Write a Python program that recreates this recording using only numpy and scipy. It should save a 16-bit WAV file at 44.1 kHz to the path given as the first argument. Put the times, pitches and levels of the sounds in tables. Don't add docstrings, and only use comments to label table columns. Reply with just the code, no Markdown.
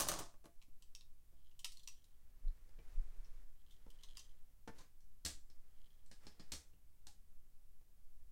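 import sys
import numpy as np
from scipy import signal
from scipy.fft import rfft, irfft, next_fast_len
from scipy.io import wavfile
from scipy.ndimage import uniform_filter1d

SR = 44100
rng = np.random.default_rng(int(sys.argv[2]) if len(sys.argv) > 2 else 0)


def materialize(psi):
    bounded = np.clip(np.atleast_2d(psi).T, -1, 1)
    quanta = np.round(bounded * 32767).astype(np.int16)
    wavfile.write(sys.argv[1], SR, quanta)


N = 366646
TIME = np.arange(N) / SR
HIT_SIZE, ATTACK_SIZE = 16384, 882
HIT_TIME, HIT_HZ = np.arange(HIT_SIZE) / SR, np.fft.rfftfreq(HIT_SIZE, 1 / SR)


def amp(db):
    return 10 ** (np.asarray(db) / 20)


def unit(x):
    return x / np.sqrt(np.mean(x ** 2) + 1e-24)


def read(points, hz):
    pitches, values = np.transpose(points)
    return np.interp(np.log(hz + 1), np.log(pitches + 1), values)


def add(mix, start_s, sound):
    part = mix[max(round(start_s * SR), 0):][:len(sound)]
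    part += sound[:len(part)]


def noise(colour):
    size = next_fast_len(N, True)
    white = rfft(rng.standard_normal(size))
    gain = amp(read(colour, np.fft.rfftfreq(size, 1 / SR)))
    return unit(irfft(white * gain, size)[:N])


def swells(rows):
    bells = (amp(db) * np.exp(-((TIME - middle_s) / half_s) ** 2) for middle_s, db, half_s in rows)
    return np.sqrt(sum(bell ** 2 for bell in bells))


def clicks(size, per_s, spread_db=3):
    strength = amp(spread_db * np.minimum(rng.exponential(1, size), 3))
    happens = rng.random(size) < per_s / SR
    return strength * happens * rng.choice([-1, 1], size)


def shape_tone(x, gain_db):
    log_gain = np.log(amp(np.r_[gain_db, gain_db[-2:0:-1]]))
    response = np.exp(np.conj(signal.hilbert(log_gain)))[:len(gain_db)]
    return irfft(rfft(x) * response, len(x))


def strike(colour, tones, contact_s, ring_db, buzz_db, buzz_s, part_hz=1000, part_db=0, part_width=.14):
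    t = HIT_TIME
    chatter = rng.standard_normal(HIT_SIZE) * np.sqrt(t / contact_s) * np.exp(-t / contact_s)
    buzz = rng.standard_normal(HIT_SIZE) * amp(-60 * t / buzz_s)
    lift_db = part_db * np.exp(-(np.log((HIT_HZ + 1) / part_hz) / part_width) ** 2)
    crack = shape_tone(unit(chatter) + amp(buzz_db) * unit(buzz), read(colour, HIT_HZ) + lift_db)
    detunes = 1 + .006 * rng.standard_normal(len(tones))
    favours_db = 2.5 * rng.standard_normal(len(tones))
    ring = sum(rng.choice([-1, 1]) * amp(db + favour_db - 60 * t / fade_s)
               * np.sin(2 * np.pi * hz * detune * t)
               for (hz, db, fade_s), detune, favour_db in zip(tones, detunes, favours_db))
    build_up = 1 - np.exp(-t / (.5 * contact_s))
    return unit(crack) + amp(ring_db) * unit(ring * build_up)


def weigh(hit, level_db, brightness, above_hz):
    hit = shape_tone(hit, brightness * np.log2(1 + HIT_HZ / above_hz))
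    return amp(level_db) * hit / np.std(hit[:ATTACK_SIZE])


def ringing_part(hz, level_db, fade_s):
    return [(hz, level_db, fade_s), (hz * 1.04, level_db + 6, fade_s)]


# pitch_hz, fade_s
ROOM_FADES = [(150, 0.32), (600, 0.13), (1500, 0.26), (4000, 0.23), (8000, 0.28), (15000, 0.21)]

def room(x, echo_s, echo_db, tail_db):
    hz, t, spectrum = signal.stft(rng.standard_normal(HIT_SIZE), SR, nperseg=256)
    fade = amp(-60 * t / read(ROOM_FADES, hz)[:, None])
    tail = signal.istft(spectrum * fade, SR, nperseg=256)[1][:HIT_SIZE]
    tail *= np.clip(HIT_TIME / 0.011, 0, 1) ** 2
    response = amp(tail_db) * tail / np.linalg.norm(tail)
    scatter = rng.standard_normal(64) * np.exp(-np.arange(64) / 16)
    add(response, echo_s, amp(echo_db) * scatter / np.linalg.norm(scatter))
    return x + signal.fftconvolve(x, response)[:N]


# pitch_hz, level_db
HISS_COLOUR = [(25, -12.5), (50, 10), (75, 5.5), (110, -0.5), (170, -6.5), (250, -12), (400, -15.5),
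               (640, -19.5), (900, -20.5), (1300, -22.5), (2000, -24), (4300, -25.5), (9000, -23.5),
               (15500, -21.5)]
DRIFT_COLOUR = [(2, -2), (5, 1.5), (9, -2.5), (16, -21.5), (30, -36), (80, -70.5), (300, -120)]
RUMBLE_COLOUR = [(5, -2), (18, 4.5), (30, -7.5), (42, -15), (58, -18), (80, -29), (130, -44.5),
                 (300, -76.5), (1000, -100)]
# middle_s, level_db, half_length_s
MIC_SWAYS = [(.05, -57, .3), (2.5, -54, .2), (3.12, -46, .34), (4, -54, .33), (5.33, -55, .14),
             (6.07, -59, .14), (8.25, -56, .15)]

def background(hiss_db=-74.5, drift_db=-51, still_db=-62.5):
    rumble = noise(RUMBLE_COLOUR)
    rumble /= np.sqrt(uniform_filter1d(rumble ** 2, size=8000) + 1e-3)
    movement = np.hypot(amp(still_db), swells(MIC_SWAYS))
    return movement * rumble + amp(drift_db) * noise(DRIFT_COLOUR) + amp(hiss_db) * noise(HISS_COLOUR)


# middle_s, level_db, pitch_hz, half_length_s
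STEP_JOLTS = [(2.48, -29, 22.6, 0.029), (2.991, -27.5, 21.2, 0.0215)]

def jolts():
    return sum(swells([(middle_s, db, half_s)]) * np.cos(2 * np.pi * hz * (TIME - middle_s))
               for middle_s, db, hz, half_s in STEP_JOLTS)


# pitch_hz, level_db
CLOTH_COLOUR = [(100, 4), (250, 0), (550, -2), (800, -5.5), (2000, -6.5), (3200, -13), (7000, -14.5),
                (15000, -23.5)]
# middle_s, level_db, half_length_s
SLEEVE_STROKES = [(2.65, -79.5, 0.49), (2.93, -73.5, .11), (3.12, -75, 0.18), (3.33, -75.5, 0.17),
                  (4.05, -79, 0.44), (4.8, -69, 0.066), (5.75, -83.5, 0.35), (6.25, -69.5, 0.044),
                  (6.48, -77, 0.21)]

def sleeve(grain_db=1.0):
    grain = unit(uniform_filter1d(rng.standard_normal(N), size=300))
    return swells(SLEEVE_STROKES) * amp(grain_db * grain) * noise(CLOTH_COLOUR)


# pitch_hz, level_db
FLOOR_COLOUR = [(60, -3.5), (130, 3), (240, -0.5), (600, -4), (850, -8), (1100, -13.5), (1700, -10.5),
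                (2500, -20), (5500, -20), (9000, -30), (16000, -42)]
# pitch_hz, level_db, fade_s
FLOOR_TONES = [(122, 5, 0.17), (313, 4, 0.17), (460, 3, 0.13), (560, 3, 0.078), (670, 0, 0.14),
               (878, 5, 0.14), (1112, -5.5, 0.22), (1760, -9, 0.23)]
# start_s, level_db, brightness_db_per_octave, contact_s
DULL_BUMPS = [(2.435, -74, -3, 0.0076), (2.691, -78, 2.5, .0024), (2.785, -65, -3.5, 0.0057),
              (3.864, -65, -3.5, 0.0033), (4.675, -52, 0.1, 0.0065), (7.812, -81.5, 1, 0.0019)]

def floor_bumps():
    out = np.zeros(N)
    for start_s, db, brightness, contact_s in DULL_BUMPS:
        hit = strike(FLOOR_COLOUR, FLOOR_TONES, contact_s, ring_db=-4.5, buzz_db=-9.5, buzz_s=0.25)
        add(out, start_s, weigh(hit, db, brightness, above_hz=400))
    return room(out, echo_s=0.016, echo_db=-7.5, tail_db=-12.5)


# pitch_hz, level_db
AXLE_COLOUR = [(300, -46.5), (1800, -11), (2600, -6.5), (3200, 3), (4200, -7), (6000, -7.5), (9000, -11.5),
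               (15000, -29)]
# middle_s, level_db, half_length_s
GRIP_SHIFTS = [(1.46, -83.5, 0.076), (1.88, -85, 0.26), (3.7, -81, .11), (4.13, -73.5, 0.17),
               (5.87, -81, 0.13), (6.3, -85, 0.071)]

def axle_ticks():
    taps = clicks(N, per_s=160)
    burst = rng.standard_normal(HIT_SIZE) * np.exp(-HIT_TIME / 0.0029)
    tick = shape_tone(burst, read(AXLE_COLOUR, HIT_HZ))
    return unit(signal.oaconvolve(taps, tick)[:N]) * swells(GRIP_SHIFTS)


# pitch_hz, level_db
WHEEL_COLOUR = [(60, 7), (150, 0.5), (330, 0.5), (470, -5), (590, 4.5), (880, 1.5), (1100, 2), (1600, -7.5),
                (2300, -13.5), (3200, -10), (6000, -6), (8700, -12), (11000, -19), (16000, -37.5)]
# start_s, level_db, length_s
CAR_PUSHES = [(0, -44, .07), (0.116, -48, 0.11)]

def wheels(coast_db_per_s=60, stop_db_per_s=241):
    rattle = shape_tone(clicks(SR, per_s=1500), read(WHEEL_COLOUR, np.fft.rfftfreq(SR, 1 / SR)))
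    t, loudness = np.arange(SR) / SR, np.zeros(N)
    for start_s, db, length_s in CAR_PUSHES:
        drop_db = coast_db_per_s * np.minimum(t, length_s) + stop_db_per_s * np.maximum(t - length_s, 0)
        add(loudness, start_s, amp(db - drop_db))
    return np.pad(unit(rattle), (0, N - SR)) * loudness


# pitch_hz, level_db
TABLE_COLOUR = [(60, -5), (150, 3.5), (350, 7), (1100, 1), (1500, 4), (2300, -0.5), (3200, -0.5),
                (6000, -1), (8700, 2.5), (11000, -4.5), (16000, -9)]
# pitch_hz, level_db, fade_s
TABLE_TONES = [(332, -3, 0.15), (533, -4, 0.053), (587.5, -1.5, 0.18), (680, -4, 0.23), (755, -6, 0.072),
               (868, -8, 0.22), (1100, 3, 0.093), (1207, -6, .22), (1146, -3, 0.067), (2890, -9.5, .1),
               (6060, 4.5, 0.076), (6600, 0, .1), (8260, -5.5, 0.091), (8475, -10.5, .1)]
# start_s, level_db, brightness_db_per_octave, contact_s
TABLE_KNOCKS = [(.0003, -41, 2, 0.00099), (.0065, -38.5, 2, 0.001), (0.0183, -46.5, 2.5, .008),
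                (0.078, -51, 8, 0.0011), (0.0861, -37.5, 1.9, 0.0018), (.095, -46, -2, 0.0017),
                (0.116, -45, 1, 0.0012), (0.138, -50, -1.5, 0.0018), (.188, -51, 3, .005),
                (.205, -52, -4.5, 0.008), (0.339, -72.5, -4.5, 0.0032), (0.441, -67, -3.5, 0.0048),
                (.457, -62, -5.5, 0.00094), (0.681, -75.5, -18, 0.003), (1.325, -78, -10, 0.0095)]

def tabletop():
    out = wheels()
    for start_s, db, brightness, contact_s in TABLE_KNOCKS:
        hit = strike(TABLE_COLOUR, TABLE_TONES, contact_s, ring_db=-4, buzz_db=-0.5, buzz_s=.11)
        add(out, start_s, weigh(hit, db, brightness, above_hz=200))
    return room(out, echo_s=0.0074, echo_db=-13.0, tail_db=-10.5)


# pitch_hz, level_db
GATE_COLOUR = [(55, 0), (190, -1), (310, 0), (400, -7), (650, -4), (1000, -8), (1700, -4), (2700, -2),
               (4000, 2.5), (6000, 3), (8500, 0.5), (11000, -7.5), (16000, -18)]
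# pitch_hz, level_db, fade_s
GATE_TONES = [(180, 8.5, 0.12), (314, -13, 0.54), (413, -5, 0.19), (650, -10, 0.1), (850, -6, 0.31),
              (1185, -1.5, 0.12), (1657, 6, 0.15), (3470, -38, 0.069), (4300, 17, 0.11), (4750, 8, 0.042),
              (4810, -6, 0.11), (7400, -10, 0.56), (8260, 11, 0.11)]
TRACK_TONES = [(69.7, -4, 0.32), (118, -24.5, 0.23), (208.5, -14.5, 0.13), (307, -15, 0.17),
               (471, -23.5, 0.37)]
# start_s, level_db, brightness_db_per_octave, contact_s, part_pitch_hz, part_boost_db
GATE_CLACKS = [(4.783, -65.5, -2.3, 0.0095, 1000, 16), (4.807, -69, -6, .005, 6250, 13),
               (5.2498, -44, 1.1, 0.0025, 7000, 4.5), (5.2614, -46, -0.5, 0.0011, 4930, 0),
               (5.283, -58, -6.5, 0.0032, 3650, 11), (5.006, -80.5, -1, 0.0012, 5860, 10),
               (5.5, -72.5, -2.5, 0.0024, 5170, 5), (6.061, -76, 0.5, .0017, 7900, 8),
               (6.1137, -62, -3, 0.0017, 5050, 2.5), (6.2678, -58.5, -5, 0.002, 5100, 7),
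               (6.396, -58.5, -6, 0.0054, 4850, 9.5), (6.5191, -47, 0.5, 0.0047, 5660, 2.5),
               (6.534, -54, -3.5, 0.0025, 1260, 3), (6.734, -74, -10.5, .004, 2800, 14.5),
               (7.0691, -59.5, 0.1, 0.0015, 800, 15)]

def starting_gate():
    out, t = np.zeros(N), HIT_TIME
    flex = sum(amp(db - 60 * t / fade_s) * np.sin(2 * np.pi * hz * t) for hz, db, fade_s in TRACK_TONES)
    for start_s, db, brightness, contact_s, hz, boost_db in GATE_CLACKS:
        tones = GATE_TONES + ringing_part(hz, boost_db - 8, fade_s=0.15)
        hit = strike(GATE_COLOUR, tones, contact_s, ring_db=-10.0, buzz_db=3, buzz_s=0.23,
                     part_hz=hz, part_db=boost_db, part_width=0.12)
        add(out, start_s, weigh(hit, db, brightness, above_hz=490) + amp(db) * flex)
    return room(out, echo_s=0.015, echo_db=-11.5, tail_db=-11.0)


# pitch_hz, level_db
CAR_COLOUR = [(200, -57), (600, -25.5), (1050, -4.5), (1450, -22.5), (1750, -16), (2000, -7.5), (2400, -8),
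              (2900, 0), (4400, 0.5), (6000, -1), (8500, -3.5), (12000, -13.5), (16000, -17)]
# pitch_hz, level_db, fade_s
CAR_TONES = [(1047, -0.5, 0.026), (2676, 1, 0.077), (4530, -4, 0.023), (4840, -14.5, 0.068),
             (5100, -26, 0.044), (5820, 6, 0.055), (9150, -15, 0.1), (11800, -15, 0.019)]
# start_s, level_db, brightness_db_per_octave, contact_s, part_pitch_hz
CAR_CLINKS = [(.19, -58.5, 9, .009, 8700), (0.455, -73.5, 2, 0.0017, 10900), (.616, -73, -8, .003, 2650),
              (0.625, -74.5, 3, 0.00077, 2200), (0.8232, -69, 3.5, .0024, 3100),
              (.95, -58.5, 0.5, .0014, 5320), (1.0093, -69, -8, .001, 3730), (1.514, -81.5, 0, .003, 2780),
              (1.592, -62.5, 6, .005, 3000), (1.645, -46.5, -0.5, 0.0036, 2690),
              (1.652, -73, 2, 0.0023, 2700), (1.7196, -64, 7, 0.0062, 4300),
              (1.7708, -64.5, 5, 0.0021, 4170), (1.795, -70, 2.5, 0.0028, 3500),
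              (1.832, -69.5, 9, 0.0042, 4070), (1.8746, -53.5, 1, .004, 5400), (2.042, -76, 5, .003, 3750),
              (2.481, -77, 5, 0.00064, 4000), (2.7896, -76.5, -17, 0.0012, 2250),
              (3.245, -76, -6, .005, 5730), (3.71, -73, 6, 0.013, 3430), (3.903, -70.5, 6, .0024, 3050),
              (3.988, -78, -8, 0.0073, 3030), (4.034, -61.5, -1.5, 0.0029, 3270),
              (4.171, -56.5, -1, 0.0011, 4620), (4.193, -61, -1, 0.0036, 6080)]

def clinking_cars(full_ring_db=-39.5, softening=0.35):
    out = np.zeros(N)
    for start_s, db, brightness, contact_s, hz in CAR_CLINKS:
        body_db = softening * min(db - full_ring_db, 0)
        tones = [(tone_hz, tone_db + body_db, fade_s) for tone_hz, tone_db, fade_s in CAR_TONES]
        tones += ringing_part(hz, level_db=1.5, fade_s=0.026)
        hit = strike(CAR_COLOUR, tones, contact_s, ring_db=-7, buzz_db=-3.5, buzz_s=0.029,
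                     part_hz=hz, part_db=-0.5 - body_db, part_width=.13)
        add(out, start_s, weigh(hit, db, brightness, above_hz=4200))
    return room(out, echo_s=0.0087, echo_db=-5.0, tail_db=-6.0)


def scene():
    toys = tabletop() + clinking_cars() + axle_ticks() + starting_gate()
    return (toys + floor_bumps() + sleeve() + jolts() + background())[None]


def record(dry):
    low_pass = signal.firwin(511, 15900, window=("kaiser", 9), fs=SR)
    return signal.oaconvolve(dry, low_pass[None], "same")


dry = scene()
out = record(dry)
materialize(out)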